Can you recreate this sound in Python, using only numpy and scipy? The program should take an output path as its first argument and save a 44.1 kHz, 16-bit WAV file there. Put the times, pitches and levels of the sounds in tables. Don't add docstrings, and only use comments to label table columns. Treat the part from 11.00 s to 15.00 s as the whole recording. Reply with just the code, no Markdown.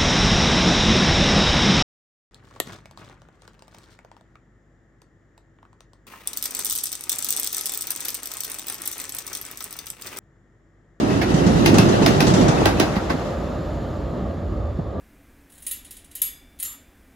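import sys
import numpy as np
from scipy import signal
from scipy.fft import rfft, irfft, next_fast_len
from scipy.io import wavfile
from scipy.ndimage import uniform_filter1d, map_coordinates

SR = 44100
rng = np.random.default_rng(int(sys.argv[2]) if len(sys.argv) > 2 else 0)


def wav_out(sig):
    wavfile.write(sys.argv[1], SR, np.round(np.clip(np.atleast_2d(sig).T, -1, 1) * 32767).astype(np.int16))


N = 176400

# (time [s], low roar [dB], middle rush [dB])
ROLLING_LEVELS = [(0, -23, -25.5), (.15, -24, -27.5), (.47, -18.5, -24.5), (.58, -19, -26),
                  (.76, -16, -21.5), (.98, -18.5, -22.5), (1.25, -21, -24.5), (1.42, -18, -22.5),
                  (1.62, -25, -23.5), (1.82, -25.5, -28), (1.95, -35, -28), (2.2, -42, -33.5)]
# (time [s], level [dB])
HISS_LEVELS = [(0.0, -39), (0.22, -39.5), (0.36, -34.5), (0.72, -36), (0.84, -33), (1.37, -36), (1.6, -40),
               (1.78, -40), (2.3, -50)]
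# (frequency [Hz], level [dB])
ROAR_COLOUR = [(22, -43), (45, -44), (80, -12), (105, -2), (155, -2), (240, -2.5), (340, -1.5), (450, -12),
               (700, -18.5), (1500, -69), (4000, -120)]
# (frequency [Hz], level [dB])
MIDDLE_COLOUR = [(40, -64), (200, -17), (420, 3), (600, 4), (760, 2.5), (1000, -2.5), (1350, -3.5),
                 (1600, -10), (2400, -15), (8000, -120)]
# (frequency [Hz], level [dB])
HISS_COLOUR = [(700, -32), (1500, -3), (1900, 6), (2300, -9), (2750, 3.5), (3400, 1), (5200, -2.5),
               (6700, -4), (8500, -13), (12000, -16), (15500, -41)]
# (frequency [Hz], width [Hz], level [dB])
STEEL_RINGS = [(1332, 62, 1), (1590, 36, 1), (1910, 130, 2), (2064, 60, -6.5), (2575, 44, 4.5),
               (2657, 120, 1.5), (2820, 56, -0.5), (3200, 34, -6.5), (3630, 63, -1.5), (3980, 250, -1),
               (5030, 70, -1.5), (5300, 59, -4), (5430, 52, -15), (6480, 170, -3)]
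# (frequency [Hz], likeness [0-1])
NEAR_LIKENESS = [(60, 0.8), (170, 0.8), (350, 0.72), (650, 0.28), (1400, 0.64), (2200, 0.08), (6000, 0),
                 (12000, 1)]

# (time [s], level [dB])
DIESEL_LEVELS = [(0, -38), (.35, -29.5), (.8, -31), (1.3, -30.5), (1.7, -28.5), (2.3, -32), (2.6, -31),
                 (3.3, -30.5), (3.55, -28), (4, -31)]
# (frequency [Hz], level [dB])
RUMBLE_COLOUR = [(15, -42), (31, -2), (42, 3), (57, 15), (72, 11.5), (90, 12.5), (120, 4), (220, -40),
                 (900, -120)]
# (frequency [Hz], width [Hz], level [dB])
THROB_TONES = [(56.15, 7, -7.5), (72.9, 9, -7.5)]
# (frequency [Hz], level [dB])
BODY_COLOUR = [(20, -55), (60, -25.5), (110, 0), (200, -0.5), (330, -5), (440, -6.5), (560, -9),
               (680, -9.5), (930, -17), (1180, -20.5), (1480, -30), (1750, -27), (2300, -39.5), (4000, -45),
               (6200, -62), (11500, -66), (16000, -68)]
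# (frequency [Hz], level [dB])
AIR_COLOUR = [(30, -42), (500, -4), (1200, 14), (1700, 11.5), (2300, 2), (3000, 3), (4200, 1.5),
              (6000, -7.5), (7200, -3), (8500, -24.5), (11300, -12.5), (15500, -29)]
# (frequency [Hz], width [Hz], level [dB])
DRONE_RINGS = [(319.5, 60, 0), (537, 26, 3), (588, 44, 1.5), (683, 22, -3), (1105, 19, -7.5),
               (1168, 41, -10.5), (1246, 63, -9), (1346, 17, -13.5)]
# (frequency [Hz], width [Hz], level [dB])
WHINE_TONES = [(1192, 30, 9), (3540, 35, 1), (7200, 82, -10)]
# (time [s], level [dB])
WHINE_LEVELS = [(2.1, -62), (2.28, -57.5), (2.42, -65), (2.87, -70), (3.5, -83), (3.62, -68), (3.97, -72)]
# (frequency [Hz], likeness [0-1])
FAR_LIKENESS = [(80, 1), (300, .92), (700, 0.79), (1500, 0.66), (3000, 1), (7000, 0.89)]

# (time [s], thump level [dB], pitch [Hz], knock level [dB])
LOW_THUMPS = [(.029, -9, 270, -31), (.340, -5, 166.4, -42), (.463, -5, 183, -33), (0.498, -8, 232, -18),
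              (.741, -4.5, 186, -28), (0.789, -5, 184, -28), (1.017, -22, 317, -8.5),
              (1.087, -6.5, 220, -33), (1.222, -7.5, 295, -26), (1.274, -10, 182, -22),
              (1.337, -3.5, 193, -21), (1.425, -10.5, 173, -32), (1.485, -7, 151, -16),
              (1.613, -9, 316, -12.5), (1.966, -13.5, 202, -30), (2.104, -17.5, 292, -18),
              (2.141, -11.5, 245, -16), (3.788, -14.5, 167, -19)]
# (frequency [Hz], level [dB])
KNOCK_COLOUR = [(30, -50), (150, 3), (330, 6), (650, -3), (1000, -10), (1800, -41), (8000, -120)]
# (time [s], level [dB])
FAR_HITS = [(0.095, -25.5), (0.212, -14), (1.954, -20.5), (2.095, -18.5)]
# (frequency [Hz], level [dB])
FAR_HIT_COLOUR = [(30, -50), (150, -31), (300, 7), (700, 10.5), (1200, 2.5), (2000, 9), (3000, -2),
                  (5000, -3), (8000, -20), (11500, -15.5), (15500, -27)]
# (time [s], level [dB])
SCUFF_HITS = [(.340, -27.5), (0.464, -26.5), (0.741, -22), (0.887, -25), (1.022, -28), (1.267, -21.5),
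              (1.337, -21.5), (1.409, -27.5), (1.481, -22.5)]
# (frequency [Hz], level [dB])
SCUFF_COLOUR = [(1000, 1.5), (2500, -4.5), (4500, -5), (6300, -3), (8000, -11), (12000, -27.5),
                (15500, -40)]
# (time [s], crack level [dB], clang level [dB])
JOINT_HITS = [(.659, -11.5, -19), (0.783, -12.5, -17.5), (1.0609, -13, -15), (1.204, -14, -15.5),
              (1.6554, -13.5, -11), (1.798, -14.5, -13)]
# (frequency [Hz], level [dB])
CRACK_COLOUR = [(500, -11), (1200, 4), (1550, -12), (2100, 3.5), (3000, 0.5), (4000, 2), (5900, -0.5),
                (7500, -11), (10500, -7.5), (15500, -15)]
# (frequency [Hz], level [dB])
CLANG_COLOUR = [(25, -54), (80, -10), (180, -2), (330, 9), (520, -3.5), (680, 2.5), (900, -2.5),
                (1200, -12), (1550, -4.5), (2500, -16), (5000, -55), (12000, -120)]
# (frequency [Hz], likeness [0-1])
HIT_LIKENESS = [(200, 0.73), (700, 0.76), (2000, 0.065), (10000, 0.041)]
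# (frequency [Hz], level [dB])
BOGIE_RINGS = [(640, 2), (830, 1), (1105, -3), (1375, -10), (1530, -6), (1918, -9), (2580, -19)]
# (time [s], level [dB])
CLANK_HITS = [(1.964, -28), (2.102, -19.5)]

ROAR_PAN_DB, PATCHY_DB = -3.5, 1.3
BOGIE_FADE_S = 0.081


def amp(db):
    return 10 ** (np.asarray(db) / 20)


def unit(x):
    return x / np.sqrt(np.mean(x ** 2) + 1e-20)


def clock():
    return np.arange(N) / SR


def along(points, hz):
    freqs, values = np.transpose(points)
    return np.interp(np.log(hz + 1), np.log(freqs + 1), values)


def curves(rows):
    times, *columns = np.transpose(rows)
    return [np.interp(clock(), times, column) for column in columns]


def wobble(per_s):
    return map_coordinates(rng.standard_normal(N // 100), [clock() * per_s + 2], mode="mirror")


def filtered(x, response):
    size = next_fast_len(N + SR // 2)
    return irfft(rfft(x, size) * response(np.fft.rfftfreq(size, 1 / SR)), size)[..., :N]


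def pan(db):
    return amp(np.array([[db], [-db]]) / 2)


def noise(colour, likeness, lag_ms=0, patchy_db=0):
    cells = signal.stft(rng.standard_normal((2, N)), nperseg=512)[2]
    patches = uniform_filter1d(rng.standard_normal(cells.shape[1:]), size=4, axis=0)
    patches = uniform_filter1d(patches, size=9, axis=1)
    pair = signal.istft(cells * amp(patchy_db * unit(patches)), nperseg=512)[1][:, :N]
    spread = lambda hz: np.arccos(np.clip(along(likeness, hz), -1, 1)) / 2
    shape = lambda hz: amp(along(colour, hz)) * [np.cos(spread(hz)), np.sin(spread(hz))]
    shared, side = filtered(pair, shape)
    delay = lambda hz: np.exp(1j * np.pi * hz * lag_ms / 1000 * np.array([[-1], [1]]))
    return unit(filtered(np.array([shared + side, shared - side]), delay))


def ringing_noise(rings, likeness):
    shape = lambda f: sum(amp(db) / (1 + (2 * (f - hz) / width) ** 2) for hz, width, db in rings)
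    return unit(filtered(noise([(0, 0)], likeness), shape))


def wavering(tones):
    out = np.zeros(N)
    for hz, width, db in tones:
        gain = amp(db + 2.5 + 1.9 * wobble(width))
        phase = 2 * np.pi * (hz * clock() + rng.random()) + 1.22 * wobble(1.6 * width)
        out += gain * np.sin(phase)
    return out


def bursts(hits, rise_s, fade_s, hold_s=0):
    out = np.zeros(N)
    for start, db in hits:
        t = np.maximum(clock() - start, 0)
        out += (1 - np.exp(-t / rise_s)) * amp(db - 60 * np.maximum(t - hold_s, 0) / fade_s)
    return out


def struck(hits, rings, fade_s, rise_s=0.0006, spread_db=3, detune=0.012):
    out, t = np.zeros((2, N + SR)), np.arange(SR // 4) / SR
    rise = 1 - np.exp(-t / rise_s)
    for start, db in hits:
        for hz, *_, ring_db in rings:
            size, mistune, left, right = rng.standard_normal(4)
            gain = rise * amp(db + ring_db + spread_db * np.clip(size, -1.5, 1.5) - 60 * t / fade_s)
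            phase = 2 * np.pi * (hz * (1 + detune * mistune) * t + np.array([[left], [right]]))
            out[:, round(start * SR):][:, :len(t)] += gain * np.sin(phase)
    return out[:, :N]


def passing_noise(colour, lag_ms, turn_start_s=1.45, turn_length_s=0.42):
    turn = np.clip((clock() - turn_start_s) / turn_length_s, 0, 1) * np.pi / 2
    beside = noise(colour, NEAR_LIKENESS, lag_ms, PATCHY_DB)
    ahead = noise(colour, NEAR_LIKENESS, 0.19 * lag_ms, PATCHY_DB)
    return np.cos(turn) * beside + np.sin(turn) * ahead


def grit(ticks_per_s=460, spread_db=13):
    ticks = rng.random((2, N)) < ticks_per_s / SR
    sizes = amp(spread_db * np.clip(rng.standard_normal((2, N)), -2, 2))
    signs = np.sign(rng.standard_normal((2, N)))
    return unit(filtered(ticks * sizes * signs, lambda hz: amp(along(HISS_COLOUR, hz))))


def pings(count=700):
    out = np.zeros((2, N))
    for when, which in rng.random((count, 2)):
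        ring = STEEL_RINGS[int(which * len(STEEL_RINGS))]
        out += struck([(when * N / SR, 0)], [ring], fade_s=0.1)
    return unit(out)


def rolling(side_lag_ms=0.369, gone_s=2.22, fade_db_per_s=40):
    roar_db, middle_db = curves(ROLLING_LEVELS)
    hiss_db, = curves(HISS_LEVELS)
    shake = wobble(28.28)
    roar = amp(roar_db + 2.5 + shake) * passing_noise(ROAR_COLOUR, side_lag_ms) * pan(ROAR_PAN_DB)
    middle = amp(middle_db + 0.1 + 0.5 * shake) * passing_noise(MIDDLE_COLOUR, lag_ms=0.45) * pan(2.6)
    singing = amp(-16 + 2.5 * wobble(35.5)) * ringing_noise(STEEL_RINGS, NEAR_LIKENESS)
    steel = noise(HISS_COLOUR, NEAR_LIKENESS, side_lag_ms, PATCHY_DB)
    steel += singing + amp(-15) * grit() + amp(-5.5) * pings()
    hiss = amp(hiss_db + 1.85 + 1.9 * shake + 0.26 * wobble(81)) * steel * pan(0.24)
    return (roar + middle + hiss) * amp(-fade_db_per_s * np.maximum(clock() - gone_s, 0))


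def diesel():
    level_db, = curves(DIESEL_LEVELS)
    rumble = amp(-0.5) * noise(RUMBLE_COLOUR, FAR_LIKENESS)
    return amp(level_db) * (rumble + wavering(THROB_TONES)) * pan(-1.6)


def locomotive(away_s=2.16, rise_db_per_s=3, body_fade_db_per_s=3, air_fade_db_per_s=7.5):
    before = np.maximum(away_s - clock(), 0)
    after = np.maximum(clock() - away_s, 0)
    low_rush = noise(BODY_COLOUR, FAR_LIKENESS, lag_ms=0.015, patchy_db=PATCHY_DB)
    drone = amp(-6) * ringing_noise(DRONE_RINGS, FAR_LIKENESS)
    body = amp(-28 - body_fade_db_per_s * after + 1.4 * wobble(8.2)) * (low_rush + drone)
    air = amp(-41.5 - air_fade_db_per_s * after) * noise(AIR_COLOUR, FAR_LIKENESS, patchy_db=PATCHY_DB)
    whine = wavering(WHINE_TONES) * amp(curves(WHINE_LEVELS)[0])
    return (body + air + whine) * amp(-rise_db_per_s * before) * pan(-0.61)


def thumps(rise_s=0.0054):
    out, knock = np.zeros((2, N)), noise(KNOCK_COLOUR, NEAR_LIKENESS)
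    for start, db, hz, knock_db in LOW_THUMPS:
        t = np.maximum(clock() - start, 0)
        swell = t / rise_s * np.exp(1 - t / rise_s)
        out += amp(db - 2.5) * swell * np.sin(2 * np.pi * hz * t) * pan(ROAR_PAN_DB)
        out += bursts([(start, knock_db)], rise_s=0.0036, fade_s=0.076) * knock
    return out


def far_clacks():
    return bursts(FAR_HITS, rise_s=0.0081, fade_s=0.13) * noise(FAR_HIT_COLOUR, HIT_LIKENESS) * pan(-1.4)


def scuffs():
    scrape = noise(SCUFF_COLOUR, HIT_LIKENESS, patchy_db=PATCHY_DB)
    return bursts(SCUFF_HITS, rise_s=0.0013, fade_s=0.24) * scrape


def near_clacks(echo_cutoff_hz=9300):
    cracks = [(start, db) for start, db, _ in JOINT_HITS]
    clangs = [(start, db) for start, _, db in JOINT_HITS]
    crack = noise(CRACK_COLOUR, HIT_LIKENESS, patchy_db=2 * PATCHY_DB)
    crack *= bursts(cracks, rise_s=0.001, fade_s=0.017, hold_s=0.003)
    clang = noise(CLANG_COLOUR, HIT_LIKENESS, lag_ms=0.23, patchy_db=PATCHY_DB)
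    clang *= bursts(clangs, rise_s=0.0023, fade_s=0.24)
    steel = amp(-19.5) * struck(cracks, STEEL_RINGS, fade_s=0.23)
    bogie = amp(-8.5) * struck(clangs, BOGIE_RINGS, BOGIE_FADE_S)
    dull = lambda hz: 1 / np.sqrt(1 + (hz / echo_cutoff_hz) ** 2)
    echo = filtered(noise(CRACK_COLOUR, HIT_LIKENESS, patchy_db=PATCHY_DB), dull)
    echo *= bursts(cracks, rise_s=0.0044, fade_s=0.24) * amp(-6.5 + 0.88 * wobble(250))
    return (crack + echo + steel + (clang + bogie) * pan(-2.8)) * pan(0.3)


def engine_note(peak_s=1.3, half_length_s=0.15, hz=158.7, sink_hz_per_s=20):
    t = clock() - peak_s
    phase = 2 * np.pi * (hz * t - sink_hz_per_s * t ** 2 / 2) + 0.4 * wobble(25)
    swell = amp(-21.5 + 1.5 * wobble(20)) / (1 + (t / half_length_s) ** 6)
    return swell * np.sin(phase) * pan(ROAR_PAN_DB)


def last_clanks():
    return struck(CLANK_HITS, BOGIE_RINGS, BOGIE_FADE_S) * pan(-1.4)


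def scene():
    return (rolling() + diesel() + locomotive() + thumps() + far_clacks() + scuffs()
            + near_clacks() + engine_note() + last_clanks())


def record(dry):
    rounded = dry / (1 + np.abs(dry) ** 8) ** (1 / 8)
    return filtered(rounded, lambda hz: hz < 16000)


dry = scene()
out = record(dry)
wav_out(out)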